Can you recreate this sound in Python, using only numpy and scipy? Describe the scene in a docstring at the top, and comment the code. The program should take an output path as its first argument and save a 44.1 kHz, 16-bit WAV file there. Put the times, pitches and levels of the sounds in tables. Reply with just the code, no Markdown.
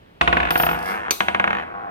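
"""Steel ball and coin on a tabletop

A small steel ball bounces across a hard tabletop in ever quicker hops, each a knock that sets the
board ringing. It clips a coin, which chatters and rings, then rolls on, clacks against the rail at
the far edge, bounces again and rolls slowly back. A phone on the table hears the board, a small
room and faint ventilation."""
import sys
import numpy as np
from scipy import signal
from scipy.fft import rfft, irfft
from scipy.io import wavfile
from scipy.ndimage import uniform_filter1d, minimum_filter1d

SR = 44100
rng = np.random.default_rng(int(sys.argv[2]) if len(sys.argv) > 2 else 0)


def waveform_to_disk(signal):
    """Save audio, clipped to [-1, 1], as 16-bit WAV at the path in sys.argv[1]."""
    frames = np.transpose(np.atleast_2d(signal))
    scaled = np.clip(frames, -1, 1) * 32767
    samples = np.round(scaled).astype(np.int16)
    wavfile.write(sys.argv[1], SR, samples)


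N = 83790
T = np.arange(N) / SR
HZ = np.maximum(np.fft.rfftfreq(N, 1 / SR), 1)
KNOCK_SAMPLES = 2048
KNOCK_HZ = np.maximum(np.fft.rfftfreq(KNOCK_SAMPLES, 1 / SR), 1)
WAVE_LAG_S, WAVE_LAG_HZ = 0.00049, 980  # a bending wave's travel time at this pitch; lows come later
RAIL_S = 1.108

# Three runs of quickening hops: start_s, level_db, cutoff_hz
BALL_HOPS = [(.2112, 1, 4000), (.2753, 1, 3200), (.3272, 0.5, 2920), (.3688, -1, 2870), (.4014, -4.5, 3080),
             (.4296, -7, 2780), (.4518, -8.5, 3200), (.4712, -10, 2820), (.4866, -12, 2920),
             (.5064, -2.5, 3630), (.556, -1.5, 2970), (.599, -2.5, 2900), (.6342, -4, 2650),
             (.6658, -4.5, 2700), (.6892, -4.5, 2680), (.712, -8, 2400), (.731, -11.5, 2500),
             (.745, -13.5, 2400), (.76, -18, 2000), (1.2052, -1, 3900), (1.2838, -2.5, 3130),
             (1.3468, -2.5, 2600), (1.3978, -1.5, 2400), (1.4408, -2, 2400), (1.476, -5, 2400),
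             (1.5054, -5.5, 2400), (1.5298, -7.5, 2400), (1.5505, -10, 2400), (1.569, -12.5, 2400),
             (1.585, -13, 2400), (1.598, -14, 2300), (1.611, -19, 2300), (1.623, -19, 2220),
             (1.634, -21, 2100)]
# Cues between the four places, as the ball passes the coin, nears the edge and rolls back: start_s
PLACE_CUES = [.49, .85, 1.64]


def ball():
    """Every hop and rolling bump pushes the board: a sharp knock first, then a ringing tail."""
    echo_noise = rng.standard_normal((300, 2, KNOCK_SAMPLES))
    hops = [(s, db, contact(cutoff_hz, tick=undb(-34.5))) for s, db, cutoff_hz in BALL_HOPS]
    bumps = rolling()
    ringing_bumps = [(s, db + 1, push) for s, db, push in bumps]  # rolling rings a little more
    return knocks(hops + bumps, echo_noise) + board_ring(hops + ringing_bumps)


# Swell and fade of the rolling rumble: time_s, level_db
ROLL_LEVELS = [(.74, -19), (.84, -18.5), (.89, -12), (.94, -13.5), (.99, -18), (1.07, -17), (1.098, -15),
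               (1.11, -59), (1.58, -60), (1.63, -34), (1.68, -27), (1.74, -24.5), (1.82, -24.5),
               (1.9, -23.5)]


def rolling(out_hz=1970, back_hz=1305):
    """Rolling is a stream of tiny bumps, duller on the way back, when the ball is slower."""
    bumps = patter(ROLL_LEVELS, per_s=92, jitter=0.2, scatter_db=-1.3)
    return [(s, db, contact(out_hz if s < RAIL_S else back_hz)) for s, db in bumps]


def contact(cutoff_hz, tick=0):
    """Spectrum of one push: the contact softens the highs, and a tick lets some treble through."""
    softness = 1 / np.sqrt(1 + (KNOCK_HZ / cutoff_hz) ** 6)
    return causal(softness + tick)


# Tone colour of the knock: pitch_hz, before_coin_db, past_coin_db, near_edge_db
KNOCK_COLOUR = [(60, -35, -25.5, -42.5), (215, -6, -2.5, -18.5), (470, -6, -7.5, -4), (790, 5, 7.5, 1),
                (1130, -0.5, 4, 4), (1450, 8, 8, 6.5), (2100, 0.5, -4, 0.5), (2480, 0.5, 1, -0.5),
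                (3200, -4.5, -2, -4), (4000, -8, -10.5, -8.5), (4990, -21, -33, -22.5),
                (6300, -14.5, -29, -10), (7900, -21, -35, -23), (13500, -13.5, -17, -9.5),
                (15860, -16, -29, -17.5)]
# Envelope of the edge echoes, a row for each of those three places: hold_s, decay_s
EDGE_ECHOES = [(0.0042, .003), (0.0038, 0.0036), (0.0016, 0.0035)]


def knocks(contacts, echo_noise, level_db=14.5, echo_memory_s=0.066):
    """Each contact sends out a bending wave, followed by its echoes from the table's edges."""
    t = T[:KNOCK_SAMPLES]
    envelopes = [np.exp(-np.maximum(t - hold_s, 0) / decay_s) for hold_s, decay_s in EDGE_ECHOES]
    travel = np.exp(-4j * np.pi * WAVE_LAG_S * np.sqrt(WAVE_LAG_HZ * KNOCK_HZ))
    colours = [travel * causal(undb(curve(KNOCK_COLOUR, KNOCK_HZ, column))) for column in (1, 2, 3)]
    out, lead_samples = np.zeros((2, N)), 256
    echoes, last_s = echo_noise[-1], 0
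    for (s, db, push), fresh in zip(contacts, echo_noise):
        place = np.searchsorted(PLACE_CUES, s)
        zone = min(place, 2)  # the way back shares the knock of the edge
        kept = np.exp(-abs(s - last_s) / echo_memory_s)
        echoes = kept * echoes + np.sqrt(1 - kept ** 2) * fresh  # the pattern shifts as the ball travels
        last_s = s
        waves = rfft(echoes * envelopes[zone])
        waves[0] += 8.5  # the direct wave
        waves /= np.sqrt(uniform_filter1d(abs(waves) ** 2, size=40))  # keep the ripple, flatten the tilt
        knock = ports(*(waves * colours[zone] * push), KNOCK_HZ)
        knock = np.roll(knock, lead_samples, axis=1)
        if place == 0:
            knock = knock[::-1]  # before the coin, the ball is to the right of the phone
        knock /= np.sqrt(np.sum(knock ** 2) / 2)
        add(out, knock * undb(level_db + db), s - lead_samples / SR)
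    return out


# Low notes of the board: pitch_hz, t60_s, before_coin_db, past_coin_db, near_edge_db, way_back_db
BOARD_MODES = [(63.9, 0.44, -24.5, -28, -41, -28), (169.3, 0.41, -32.5, -29.5, -61.5, -60),
               (198.4, 0.19, -50.5, -41.5, -27, -33.5), (279.4, 0.11, -33, -37, -56.5, -26.5),
               (345.5, 0.24, -27.5, -30, -41.5, -25.5), (487, 0.42, -36.5, -31, -35.5, -39.5),
               (700.7, 0.32, -21, -23.5, -33, -21.5), (748, 0.91, -38, -28, -51, -23.5),
               (797, 0.57, -48.5, -36, -38, -23), (971, 0.25, -30.5, -36, -29.5, -26),
               (1098.5, 0.21, -33, -32, -42.5, -14.5), (1430, 0.12, -25.5, -40, -47, -47),
               (1466, 0.43, -33, -35, -31, -43), (1643, 0.11, -30.5, -22.5, -22.5, -32),
               (2119, .07, -24.5, -47, -25.5, -25), (2529, 0.069, -24, -32, -33.5, -35)]
# Dense wash of board and room: pitch_hz, early_db, late_db, late_t60_s
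BOARD_WASH = [(29.3, -23.5, -26, .8), (79, 3.5, -1.5, 0.75), (129, -21, -24.5, 0.44), (216, -9, -8, 0.81),
              (494, 1, -9, 0.57), (720, 10.5, -2.5, 0.81), (1420, 10.5, -8.5, 0.47), (2000, -5, -12.5, 1),
              (2840, -4.5, -7.5, 0.4), (5450, -22.5, -24.5, 0.41), (9620, -48, -12, 0.32),
              (13500, -12, -12.5, 0.079), (16000, -13, -23.5, 0.33)]
# Trim on that wash in each of the four places: level_db
WASH_TRIMS = [-2, -3.5, -3.5, -1]


def board_ring(contacts, wash_db=-6.5, build_s=0.0029):
    """The board rings on after each push, with a balance of modes set by where it is struck."""
    pushes = np.zeros((len(WASH_TRIMS), N))
    for s, db, push in contacts:
        add(pushes[np.searchsorted(PLACE_CUES, s)], irfft(push) * undb(db), s + WAVE_LAG_S)
    out = np.zeros((2, N))
    for place, trim_db in enumerate(WASH_TRIMS):
        modes = ring([(hz, levels_db[place], t60_s) for hz, t60_s, *levels_db in BOARD_MODES])
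        wash = diffuse(BOARD_WASH, early_t60_s=0.075) * (1 - np.exp(-T / build_s))
        out += convolve(pushes[place], modes + undb(wash_db + trim_db) * wash)
    return out


# Slaps of the coin on the board: start_s, click_db, ring_db
COIN_SLAPS = [(0.5067, -1, -28.5), (0.5772, -5, -20), (0.625, -5.5, -24.5), (0.669, -19, -33.5),
              (0.7503, -24, -52), (0.7908, -15, -51.5), (0.8277, -16, -52.5), (0.8605, -13, -48),
              (0.8867, -21.5, -44.5), (0.912, -18.5, -44)]
# The coin's two glassy partials: pitch_hz
COIN_PITCHES = [13538, 14078]
# Weight and sustain of each partial: level_db, t60_s
COIN_PARTIALS = [(-8.5, .5), (1, 0.94)]
# Swell and fade of the wobbling rim's chatter: time_s, level_db
RIM_CHATTER = [(.51, -38), (.56, -23), (.6, -18.5), (.66, -18), (.72, -27.5), (.8, -33.5), (.9, -18),
               (.96, -30), (1.0, -56.5), (1.03, -49)]
# Colour and room tail of a coin click: pitch_hz, early_db, late_db, late_t60_s
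COIN_CLICK = [(500, -37, -40.5, .4), (3360, 2.5, -13.5, 0.2), (6090, -4, -24.5, 0.61),
              (7500, -13, -33, 0.98), (9900, -2, -17, 0.28), (12330, -5, -21.5, 0.26),
              (13660, 5.5, -10, .22), (14200, -5.5, -25.5, .28), (15000, -23.5, -51, .3)]


def coin(flat_s=0.8, stop_s=0.027, flutter_db=2, buzz_depth=0.25):
    """The coin slaps down, rings very high and chatters on its rim; settling flat chokes the ring."""
    taps, ringing = np.zeros(N), np.zeros((2, N))
    tone = ring([(hz, db, t60_s) for hz, (db, t60_s) in zip(COIN_PITCHES, COIN_PARTIALS)])
    for s, click_db, ring_db in COIN_SLAPS:
        add(taps, undb([click_db]), s)
        ringing *= T < s  # each slap stops the old ring and starts a new one
        add(ringing, tone * undb(ring_db), s)
    for s, db in patter(RIM_CHATTER, per_s=340, jitter=0.55, scatter_db=2.5):
        add(taps, undb([db]), s)
    ringing *= np.exp(-np.maximum(T - flat_s, 0) / stop_s)
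    ringing *= undb(flutter_db * wander(samples=300) - 4.5)  # the rocking coin flutters
    ringing *= 1 + buzz_depth * wander(samples=40)  # its rim roughens the ring
    spread = convolve(taps + undb(-6.5) * ringing[0], diffuse(COIN_CLICK, early_t60_s=0.01))
    return panned(ringing + undb(-13.5) * spread, left_db=4.5)


# Colour and room tail of the clack: pitch_hz, early_db, late_db, late_t60_s
RAIL_CLACK = [(102, -13.5, -41.5, 0.24), (380, 3.5, -5, 0.22), (805, -1.5, -6, 0.1), (1280, 7.5, -7, 0.27),
              (1805, 5, -13.5, 0.088), (2430, 11.5, -10.5, 0.25), (3200, -1.5, -19, 0.3),
              (3900, -5.5, -13, 0.41), (4510, 10.5, -15.5, .35), (5480, -9, -20.5, .28),
              (6170, 8, -16, 0.48), (6950, -10, -21.5, .3), (9020, -11.5, -25, 0.67),
              (10820, -20, -23, 0.31), (13140, -1.5, -14, .36), (15800, -16, -26.5, 0.27)]
# Short, bright partials on top of the clack: pitch_hz, level_db, t60_s
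RAIL_PARTIALS = [(2400, -20, .063), (3620, -25, .073), (4380, -24, 0.073), (4830, -26.5, 0.049),
                 (5970, -22.5, 0.059), (5990, -21, 0.099), (6590, -26.5, .06), (8360, -29, 0.084),
                 (12300, -31, .1)]


def rail():
    """The ball meets the rail with one bright clack that rings briefly."""
    out = np.zeros((2, N))
    clack = undb(-5.5) * diffuse(RAIL_CLACK, early_t60_s=0.023)
    add(out, clack + ring(RAIL_PARTIALS), RAIL_S)
    return panned(out, left_db=0.5)


# Tone colour of the air bed, mostly low rumble: pitch_hz, relative_db
AIR_COLOUR = [(15, -49.5), (25, -9.5), (37, 3.5), (90, -8), (125, -8.5), (427, -12), (3090, -26.5),
              (3440, -28.5), (6720, -47.5), (15000, -46.5)]


def ventilation(level_db=-48.5):
    """Moving air lays a faint, steady noise under everything."""
    spectra = rfft(rng.standard_normal((2, N))) * undb(curve(AIR_COLOUR, HZ))
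    air = ports(*spectra, HZ)
    return air * undb(level_db) / air.std()


# Stereo image of the phone's microphones: pitch_hz, likeness (0-1), left_over_right_db, left_lead_rad
STEREO_IMAGE = [(60.6, 0.95, -2.5, 0.51), (173, 1, -3.5, 0.065), (307, 0.2, 0, 1.3), (573, 0.65, 2, 2.36),
                (1320, 0.83, 0.5, 2.44), (2600, 0.78, -0.5, 1.55), (5100, 0, 2.5, 2.1),
                (14000, 0.5, 1.5, 1.4)]


def ports(a, b, hz):
    """Two spectra become the partly alike left and right signals at the microphone ports."""
    likeness = np.clip(curve(STEREO_IMAGE, hz), 0, 1)
    pan = undb(curve(STEREO_IMAGE, hz, column=2) / 2)
    lead_rad = curve(STEREO_IMAGE, hz, column=3)
    right = likeness * a * np.exp(-1j * lead_rad) + np.sqrt(1 - likeness ** 2) * b
    return irfft(np.array([a * pan, right / pan]))


def ring(modes):
    """Stereo response of struck modes (pitch_hz, level_db, t60_s), each a dying sine."""
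    spectrum = rfft(sum(undb(db) * fade(t60_s) * np.sin(2 * np.pi * hz * T) for hz, db, t60_s in modes))
    return ports(spectrum, -1j * spectrum, HZ)


def diffuse(table, early_t60_s):
    """Response of countless modes: a quick early decay, then the room with its own decay per band."""
    early_noise, room_noise = rng.standard_normal((2, 2, N))
    early = rfft(early_noise * fade(early_t60_s)) * causal(undb(curve(table, HZ)))
    pitches_hz, _, _, t60s_s = np.array(table).T
    bands = [np.interp(np.log(HZ), np.log(pitches_hz), peak) for peak in np.eye(len(table))]
    room = rfft(room_noise)
    tail = sum(irfft(room * band) * fade(t60_s) for band, t60_s in zip(bands, t60s_s))
    late = rfft(tail) * causal(undb(curve(table, HZ, column=2)))
    fade_out = np.clip(2 - T / 0.8, 0, 1)
    return ports(*(early + late), HZ) * fade_out


def patter(levels, per_s, jitter, scatter_db):
    """Uneven small contacts (start_s, level_db) that follow a level curve."""
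    times_s, levels_db = np.array(levels).T
    timing, strength = rng.standard_normal((256, 2)).T
    start_s = times_s[0] + np.cumsum(np.exp(jitter * timing)) / per_s
    level_db = np.interp(start_s, times_s, levels_db) + scatter_db * strength
    return np.c_[start_s, level_db][start_s < times_s[-1]]


def wander(samples):
    """Smoothed stereo noise of unit spread, for modulation."""
    drift = uniform_filter1d(rng.standard_normal((2, N)), size=samples, axis=1)
    return drift / drift.std()


def undb(db):
    """Decibels to gain."""
    return 10 ** (np.asarray(db) / 20)


def curve(table, hz, column=1):
    """One column of a table over log frequency."""
    table = np.array(table, float)
    return np.interp(np.log(hz), np.log(table[:, 0]), table[:, column])


def causal(gain):
    """Minimum-phase frequency response with the given gains."""
    cepstrum = irfft(np.log(gain + 1e-7))
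    half = len(cepstrum) // 2
    cepstrum[1:half] *= 2
    cepstrum[half + 1:] = 0
    return np.exp(rfft(cepstrum))


def add(out, x, start_s):
    """Mix x in at start_s."""
    i = int(np.clip(start_s * SR, 0, N - 1))
    out[..., i:i + x.shape[-1]] += x[..., :N - i]


def convolve(x, response):
    """Play x through a stereo response."""
    return signal.fftconvolve(np.atleast_2d(x), response, axes=1)[:, :N]


def fade(t60_s):
    """Exponential decay, 60 dB down after t60_s."""
    return np.exp(-np.log(1000) * T / t60_s)


def panned(x, left_db):
    """Shift a sound to the left."""
    return x * undb(np.array([[left_db], [-left_db]]) / 2)


def scene():
    """Ball, coin and rail in the quiet room."""
    return ball() + coin() + rail() + ventilation()


def record(dry, low_cut_hz=67, top_hz=15900):
    """The phone drops the deepest bass, turns down the highest peaks for a moment and cuts the top."""
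    x = signal.sosfilt(signal.butter(2, low_cut_hz, "high", fs=SR, output="sos"), dry)
    peaks = np.maximum(abs(x).max(axis=0), 1)
    gain = uniform_filter1d(minimum_filter1d(1 / peaks, size=65), size=65)
    return signal.sosfilt(signal.ellip(10, 0.2, 80, top_hz, fs=SR, output="sos"), x * gain)


dry = scene()
out = record(dry)
waveform_to_disk(out)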